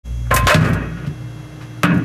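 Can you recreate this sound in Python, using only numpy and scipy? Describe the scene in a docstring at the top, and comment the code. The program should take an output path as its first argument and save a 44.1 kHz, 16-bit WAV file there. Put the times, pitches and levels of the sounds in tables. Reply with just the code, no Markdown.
"""Microwave oven door opening

Heard by a camera inside the oven. Mains hum booms in the shut cavity; the latch is pushed and springs free
in noise-burst ticks and cracks. The door opens shuddering, thumps once and knocks on its stop: blows and noise
drive resonances of door, panels, cavity air and low boom, beside a drifting low tone. Sines make the hum, buzz
and camera-motor whine; shaped noise makes the room and fan. A limiter holds the peaks."""
import sys
import numpy as np
from scipy import signal
from scipy.fft import rfft, irfft, next_fast_len
from scipy.io import wavfile
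from scipy.ndimage import uniform_filter1d, minimum_filter1d, map_coordinates

SR = 44100
rng = np.random.default_rng(int(sys.argv[2]) if len(sys.argv) > 2 else 0)


def wrap_up_sound(samples):
    """Save the sound to the file named by the first command line argument, as 16-bit audio."""
    columns = np.atleast_2d(samples).T
    # keep every value between -1 and 1, then stretch to whole-number steps
    tamed = np.clip(columns, -1, 1)
    steps = np.round(tamed * 32767).astype(np.int16)
    wavfile.write(sys.argv[1], SR, steps)


def how_loud(loudness_db):
    """Turn decibels into a plain amplitude multiplier (0 dB gives 1, 20 dB gives 10)."""
    steps = np.asarray(loudness_db, float) / 20
    return 10 ** steps


N = 90272
T = np.arange(N) / SR
OPENS_S, OPENING_S = 0.533, 0.0099
SETTLES_S, AT_STOP_S = 1.0, 1.8


def unit(x):
    """Scale to rms 1."""
    return x / np.sqrt(np.mean(x ** 2) + 1e-20)


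def curves(rows):
    """One value per sample for each column after the time."""
    s, *columns = np.transpose(rows)
    return [np.interp(T, s, column) for column in columns]


def wobble(rate_hz):
    """Smooth random curve with rate_hz knots a second."""
    knots = rng.standard_normal(int(N * rate_hz / SR) + 4)
    return map_coordinates(knots, [T * rate_hz])


def unit_gain(h):
    """Scale a response to mean power gain 1."""
    return h / np.sqrt(np.mean(abs(h) ** 2))


def filtered(x, response):
    """Apply a response of frequency that passes white noise at unchanged power."""
    size = next_fast_len(len(x) + SR // 2)
    hz = np.fft.rfftfreq(size, 1 / SR) + 1e-3
    return irfft(rfft(x, size) * unit_gain(response(hz)), size)[:len(x)]


def rings(x, modes):
    """Drive parallel causal resonances of alternating sign."""
    def response(f):
        total = 0
        for k, (hz, width_hz, db) in enumerate(modes):
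            damping = 1j * f * width_hz
            total = total + (-1) ** k * how_loud(db) * damping / (hz * hz - f * f + damping)
        return total
    return filtered(x, response)


def low(x, hz, kind="low"):
    """Causal third-order low- (or high-) pass."""
    return signal.sosfilt(signal.butter(3, min(hz, SR / 2.2), kind, fs=SR, output="sos"), x)


def grit(size):
    """Noise of many uneven small contacts: level redrawn every 16 samples."""
    uneven_db = 3.3 * np.repeat(rng.standard_normal(size // 16 + 1), 16)[:size]
    return unit(rng.standard_normal(size) * how_loud(uneven_db))


def add(track, s, sound):
    """Mix a sound in at time s."""
    at = track[round(s * SR):][:len(sound)]
    at += sound[:len(at)]


def opened():
    """Door position for the mix: 0 shut, 1 open."""
    return np.clip((T - OPENS_S) / OPENING_S, 0, 1)


def tone(hz, drift_rad):
    """Sine of rms 1 with wandering phase."""
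    phase = rng.uniform(0, 2 * np.pi) + drift_rad * wobble(7.63)
    return np.sqrt(2) * np.sin(2 * np.pi * hz * T + phase)


def line(hz, shut_db, open_db, waver_db, waver_hz, drift_rad):
    """Wavering tone whose level shifts as the door opens."""
    level_db = shut_db + (open_db - shut_db) * opened() + waver_db * wobble(waver_hz)
    return how_loud(level_db) * tone(hz, drift_rad)


# knocks on the steel shell: start_s, drive_db, rattle_t60_s
SHELL_KNOCKS = [(0.254, -44.5, 1.2), (0.307, -21, 0.13), (0.3116, -10.5, 0.14), (0.328, -16, 0.26),
                (0.363, -12.5, 0.11), (.383, -22.5, 0.5), (0.4701, -9, 0.23), (.492, -10, 0.17),
                (.506, -9, 0.16), (.542, -14, 0.058), (.97, -39.5, 0.47), (1.047, -39, 0.17),
                (1.605, -44.5, 0.34), (1.8323, -7.5, 0.11), (1.853, -21, 0.28)]
STRIKE = 9.4  # first sample of each knock, against rattle of rms 1


def knocks():
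    """Each knock is an impulse followed by decaying grit."""
    out, t = np.zeros(N), T[:SR // 2]
    for start_s, drive_db, t60_s in SHELL_KNOCKS:
        drive = grit(len(t)) * how_loud(-60 * t / t60_s)
        drive[0] = STRIKE
        add(out, start_s, how_loud(drive_db) * drive)
    return out


# soft blows that set the shell booming: start_s, relative_db, contact_s
SOFT_BLOWS = [(0.308, -14, 0.0039), (0.345, -17, 0.0021), (0.386, -21.5, 0.0031), (.428, -10, 0.0052),
              (0.461, -16.5, 0.0017), (0.542, 0.5, 0.0047), (.628, -23, 0.0044), (0.671, -12.5, 0.0027),
              (0.734, -20, 0.0025), (.9, -28, 0.0019), (1.068, -12, 0.005), (1.835, -6.5, 0.0014),
              (1.922, -15.5, 0.0021), (1.975, -22, 0.0035)]
THUMP_DB = 28


def thumps():
    """Each soft blow is a smooth push as long as its contact."""
    out = np.zeros(N)
    for start_s, relative_db, contact_s in SOFT_BLOWS:
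        push = np.hanning(round(contact_s * SR) + 3)
        add(out, start_s, how_loud(relative_db + THUMP_DB) * push / push.sum())
    return out


# thin rings of the loose door: pitch_hz, relative_db
DOOR_RINGS = [(1109, -12), (1443, 4), (1680, 1), (1900, -4), (2525, -2.5)]
DOOR_WIDTH_HZ, DOOR_DB, SHUDDER_TOP_HZ = 7.9, -6.5, 2230


def loose_door(clang, shake):
    """Shudder and the knocks after opening excite narrow door modes."""
    drive = low(shake + clang * (T > OPENS_S), SHUDDER_TOP_HZ)
    return how_loud(DOOR_DB) * rings(drive, [(hz, DOOR_WIDTH_HZ, db) for hz, db in DOOR_RINGS])


# steel panel modes: pitch_hz, width_hz, relative_db
PANEL_MODES = [(594.6, 125, 1.5), (941, 25, -1.5), (1070, 158, -3.5), (1310, 88, 1.5), (1517, 102, 1),
               (1689, 157, 0), (1870, 93, 0.5), (2284, 135, -5), (2560, 186, 0), (3150, 2230, -10.5)]


def panels(drive):
    """Steel panels resonate in broad modes."""
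    return rings(drive, PANEL_MODES)


# shut cavity air modes: pitch_hz, width_hz, relative_db
CAVITY_MODES = [(541, 36, -0.5), (609, 21, 4.5), (1423, 48, 0.5), (2524, 90, 3)]
CAVITY_DB = -6.5


def cavity_air(drive):
    """The same drive excites the enclosed air until the door opens."""
    return how_loud(CAVITY_DB) * (1 - opened()) * rings(drive, CAVITY_MODES)


# low boom modes, door shut: pitch_hz, width_hz, relative_db
SHUT_BOOM = [(88, 10.7, -0.5), (144, 17.3, -5.5), (240, 85, -12)]
# low boom modes, door open (pitch scaled by BOOM_SAG after SETTLES_S): pitch_hz, width_hz, relative_db
OPEN_BOOM = [(95.2, 5.8, -8), (159.7, 8.7, 0), (259, 29.6, -12.5), (298.5, 35, -17.5), (405, 136, -18.5)]
# low boom modes, door at its stop: pitch_hz, width_hz, relative_db
STOP_BOOM = [(111, 60, -9.5), (175.8, 19, 1), (247, 37, -11.5), (290, 14, -2), (390, 95, -16.5)]
BOOM_TOP_HZ, BOOM_FOOT_HZ, BOOM_SAG = 403, 64.4, .92


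def low_boom(drive):
    """Low modes change with the door; they sit lower once the swing slows."""
    drive = low(low(drive, BOOM_TOP_HZ), BOOM_FOOT_HZ, "high")
    early = T < OPENS_S - OPENING_S
    swinging = ~early * (T < SETTLES_S)
    slowing = (T >= SETTLES_S) * (T < AT_STOP_S)
    sagged = [(BOOM_SAG * hz, width_hz, db) for hz, width_hz, db in OPEN_BOOM]
    out = (1 - opened()) * rings(drive * early, SHUT_BOOM)
    out = out + rings(drive * swinging, OPEN_BOOM)
    out = out + rings(drive * slowing, sagged)
    return out + rings(drive * (T >= AT_STOP_S), STOP_BOOM)


TONE_SWING_HZ, TONE_STOP_HZ, TONE_DB, TONE_DRIFT_RAD = 162.7, 176, -5.5, 1.5


def boom_tone(boom_db, lumps_db):
    """A steady, drifting low tone on the shudder's boom curve; silent between settling and the stop."""
    swinging = tone(TONE_SWING_HZ, TONE_DRIFT_RAD) * (T < SETTLES_S)
    stopped = tone(TONE_STOP_HZ, TONE_DRIFT_RAD)
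    return how_loud(boom_db + TONE_DB + 2 * lumps_db) * np.where(T < AT_STOP_S, swinging, stopped)


# drive of the swinging door's shudder: time_s, clang_db, boom_db
DOOR_SHUDDER = [(.5, -64, -43), (.56, -27.5, -16), (.66, -20.5, -16.5), (.72, -25.5, -19), (.77, -26, -19),
                (.84, -31.5, -24.5), (.94, -41.5, -34), (1.1, -48, -26.5), (1.2, -75, -52),
                (1.83, -77, -74), (1.86, -24.5, -16.5), (1.92, -24, -14.5), (1.98, -29, -16.5),
                (2.04, -38, -19)]
LUMPY_DB, CLANG_TOP_HZ = 1.5, 3260
PUSH_TOP_HZ, PUSH_ENDS_S = 2200, .36  # the first, softer push on the latch is duller


def shell():
    """Blows and shudder drive the door, panels, cavity air and low boom; a low tone joins them."""
    clang = knocks()
    clang_db, boom_db = curves(DOOR_SHUDDER)
    lumps_db = LUMPY_DB * wobble(45.92)
    shake = low(how_loud(clang_db + lumps_db) * grit(N), 300, "high")
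    rumble = how_loud(boom_db + lumps_db - 0.5) * rng.standard_normal(N)
    push = low(clang * (T < PUSH_ENDS_S), PUSH_TOP_HZ)
    later = low(clang * (T >= PUSH_ENDS_S), CLANG_TOP_HZ)
    drive = push + later + low(low(shake, SHUDDER_TOP_HZ), CLANG_TOP_HZ)
    body = loose_door(clang, shake) + panels(drive) + cavity_air(drive)
    return body + low_boom(thumps() + rumble) + boom_tone(boom_db, lumps_db)


# latch ticks and scrapes: start_s, level_db, rise_s, t60_s, tilt_db_per_octave
LATCH_TICKS = [(0.309, -30, 0.0017, 0.14, -8), (0.34, -14, 0.0012, 0.087, 2),
               (0.3611, -14, 0.0023, 0.1, -1), (.43, -32, 0.025, 0.25, -8),
               (0.4686, -13, 0.00028, 0.22, -10), (.492, -11.5, 0.0054, 0.1, -8),
               (0.508, -14.5, 0.00046, 0.098, -11.5), (0.5431, -8.5, 0.0013, 0.068, -11.5),
               (.548, -22, 0.0025, 0.24, -13), (.605, -34, 0.0026, 0.47, -11),
               (.641, -30.5, 0.003, 0.25, -10.5), (0.666, -36, 0.0028, 0.21, -11),
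               (0.688, -39, .002, 0.066, 9), (0.73, -30, 0.0038, 0.085, -5),
               (1.062, -34.5, 0.0039, 0.1, -11.5), (1.609, -34.5, 0.0056, 0.23, -13),
               (1.836, -24.5, 0.00046, 0.073, -3.5), (1.941, -41.5, 0.0012, 0.12, -7),
               (1.974, -43.5, 0.0022, 0.064, -2)]


def latch():
    """Small plastic and spring contacts: short grit bursts with tilted treble."""
    out, t = np.zeros(N), T[:SR // 5]
    for start_s, level_db, rise_s, t60_s, tilt_db in LATCH_TICKS:
        def response(f):
            foot = f ** 2 / (f ** 2 + 3000 ** 2)
            return how_loud(tilt_db * np.log2(f / 8000)) * foot / (1 + (f / 14400) ** 40)
        burst = grit(len(t)) * how_loud(level_db - 60 * t / t60_s) * (1 - np.exp(-t / rise_s))
        add(out, start_s, filtered(burst, response))
    return out


# hard contacts: start_s, level_before_filters_db
HARD_CONTACTS = [(0.3398, -20), (.3648, -6), (0.4697, -5), (0.542, -14), (1.8332, -0.5), (1.8385, -20)]
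CRACK_T60_S, CRACK_FOOT_HZ, CRACK_TOP_HZ = .005, 1100, 9500


def cracks():
    """Hard contacts: a few milliseconds of broadband snap from random signs."""
    out, t = np.zeros(N), T[:SR // 50]
    for start_s, level_db in HARD_CONTACTS:
        snap = np.sign(rng.standard_normal(len(t)))
        add(out, start_s, how_loud(level_db - 60 * t / CRACK_T60_S) * snap)
    return low(low(out, CRACK_FOOT_HZ, "high"), CRACK_TOP_HZ)


# clear rings, rising as the gap widens (t60 before the opening cut):
# start_s, pitch_hz, rise_hz_per_s, level_db, t60_s
CAVITY_RINGS = [(.316, 1044, 12, -19.5, 0.66), (0.339, 1044, 3, -19, 0.69), (0.362, 2560, 100, -18, 0.2),
                (.472, 1038, 6, -15, 1.3), (0.502, 590, 436, -12, 1.6), (.503, 2545, 300, -8, 0.095)]
RING_ATTACK_S, RING_CUT_DB_PER_S = 0.0027, 295


def cavity():
    """Clear air modes of the shut cavity, dying fast when the door opens."""
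    out, t = np.zeros(N), T[:SR // 2]
    for start_s, hz, rise, level_db, t60_s in CAVITY_RINGS:
        envelope = how_loud(level_db - 60 * t / t60_s) * (1 - np.exp(-t / RING_ATTACK_S))
        cycles = hz * (start_s + t) + rise * t * t / 2
        add(out, start_s, envelope * np.sin(2 * np.pi * cycles))
    cut_db = RING_CUT_DB_PER_S * np.maximum(T - OPENS_S, 0)
    return out * how_loud(2.0 * wobble(29.5) - cut_db)


# mains levels: time_s, mains_db, octave_db
MAINS_LEVELS = [(.03, -20, -51), (.06, -31, -48), (.11, -22.5, -31), (.27, -24.5, -25.5), (.46, -17.5, -25),
                (.52, -39, -62), (.62, -33, -15.5), (.75, -25, -29.5), (1.1, -42, -43.5),
                (1.25, -43.5, -30), (1.52, -45, -41.5), (1.68, -50, -33.5), (2.04, -59, -37)]
# buzz lines: pitch_hz, shut_db, open_db
BUZZ_LINES = [(187.5, -53, -78), (236.8, -48.5, -70), (308.6, -81, -43), (550, -53.5, -93),
              (151.4, -64, -39.5)]
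MAINS_HZ = 59.2


def hum():
    """Mains tone and its octave on drawn level curves, plus wavering buzz lines."""
    mains_db, octave_db = curves(MAINS_LEVELS)
    turn = 2 * np.pi * MAINS_HZ * T
    mains = how_loud(mains_db) * np.sin(turn - 1.5) + how_loud(octave_db) * np.sin(2 * turn + 0.9)
    buzz = sum(line(hz, shut_db, open_db, 0.63, 9.1, 0.22) for hz, shut_db, open_db in BUZZ_LINES)
    return np.sqrt(2) * mains + buzz


# camera motor lines: pitch_hz, shut_db, open_db
MOTOR_LINES = [(2099, -63, -59), (2697, -61, -58), (3295, -57, -57.5), (3898, -67, -68), (5949, -65, -68),
               (6142, -65, -74), (6551, -62, -70), (7494, -70, -78), (10191, -73, -73), (10788, -68, -74),
               (11687, -72, -76)]
WHINE_WAVER_DB = 1.0


def whine():
    """The camera's motor: wavering high lines, phase wandering more with pitch."""
    return sum(line(hz, shut_db, open_db, WHINE_WAVER_DB, 6.34, 0.077 + hz / 12000)
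               for hz, shut_db, open_db in MOTOR_LINES)


# noise spectrum, door shut: frequency_hz, relative_density_db
SHUT_NOISE = [(88, -45), (150, -1.5), (366, -20), (572, -21.5), (766, -24.5), (1200, -25.5), (3350, -33),
              (4560, -35.5), (6200, -30.5), (8300, -38.5), (10600, -38), (13500, -42), (15500, -62)]
# noise spectrum, door open: frequency_hz, relative_density_db
OPEN_NOISE = [(35, -24), (60, -22), (135, 5.5), (236, -10.5), (500, -12), (792, -18.5), (1600, -18.5),
              (2250, -26.5), (4520, -31.5), (6200, -31.5), (8300, -40.5), (10500, -37.5), (13500, -43),
              (15500, -68)]
AIR_SHUT_DB, AIR_OPEN_DB = -42.5, -37.5


def air():
    """Room and fan noise, fuller once the door is open."""
    def noise(points):
        hz, db = np.transpose(points)
        return filtered(rng.standard_normal(N), lambda f: how_loud(np.interp(np.log(f), np.log(hz), db)))
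    shut = how_loud(AIR_SHUT_DB) * (1 - opened()) * noise(SHUT_NOISE)
    return shut + how_loud(AIR_OPEN_DB) * opened() * noise(OPEN_NOISE)


FADE_S, FADE_IN_S, FADE_OUT_S = .032, .028, .012


def scene():
    """All sources, faded in after a short silence and faded out."""
    fade_in = np.clip((T - FADE_S) / FADE_IN_S, 0, 1) ** 2
    fade_out = np.clip((T[-1] - T) / FADE_OUT_S, 0, 1)
    mix = shell() + latch() + cracks() + cavity() + hum() + whine() + air()
    return (fade_in * fade_out * mix)[None]


def low_pass(x):
    """Removes everything above the highest recorded frequency."""
    return signal.sosfilt(signal.butter(12, 16510, fs=SR, output="sos"), x)


CEILING_DB, LOOK_S, HOLD_S, TOP_HZ = -2.2, 0.0044, 0.0011, 15200


def record(dry):
    """The camera's fast limiter, its gain dipping smoothly around peaks, then a band limit."""
    need = np.minimum(1, how_loud(CEILING_DB) / (abs(dry) + 1e-9))
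    look, hold = round(LOOK_S * SR), round(HOLD_S * SR)
    gain = uniform_filter1d(minimum_filter1d(need, look + hold, axis=1), look, axis=1)
    band_limit = signal.butter(10, TOP_HZ, fs=SR, output="sos")
    return low_pass(signal.sosfilt(band_limit, dry * gain))


dry = scene()
out = record(dry)
wrap_up_sound(out)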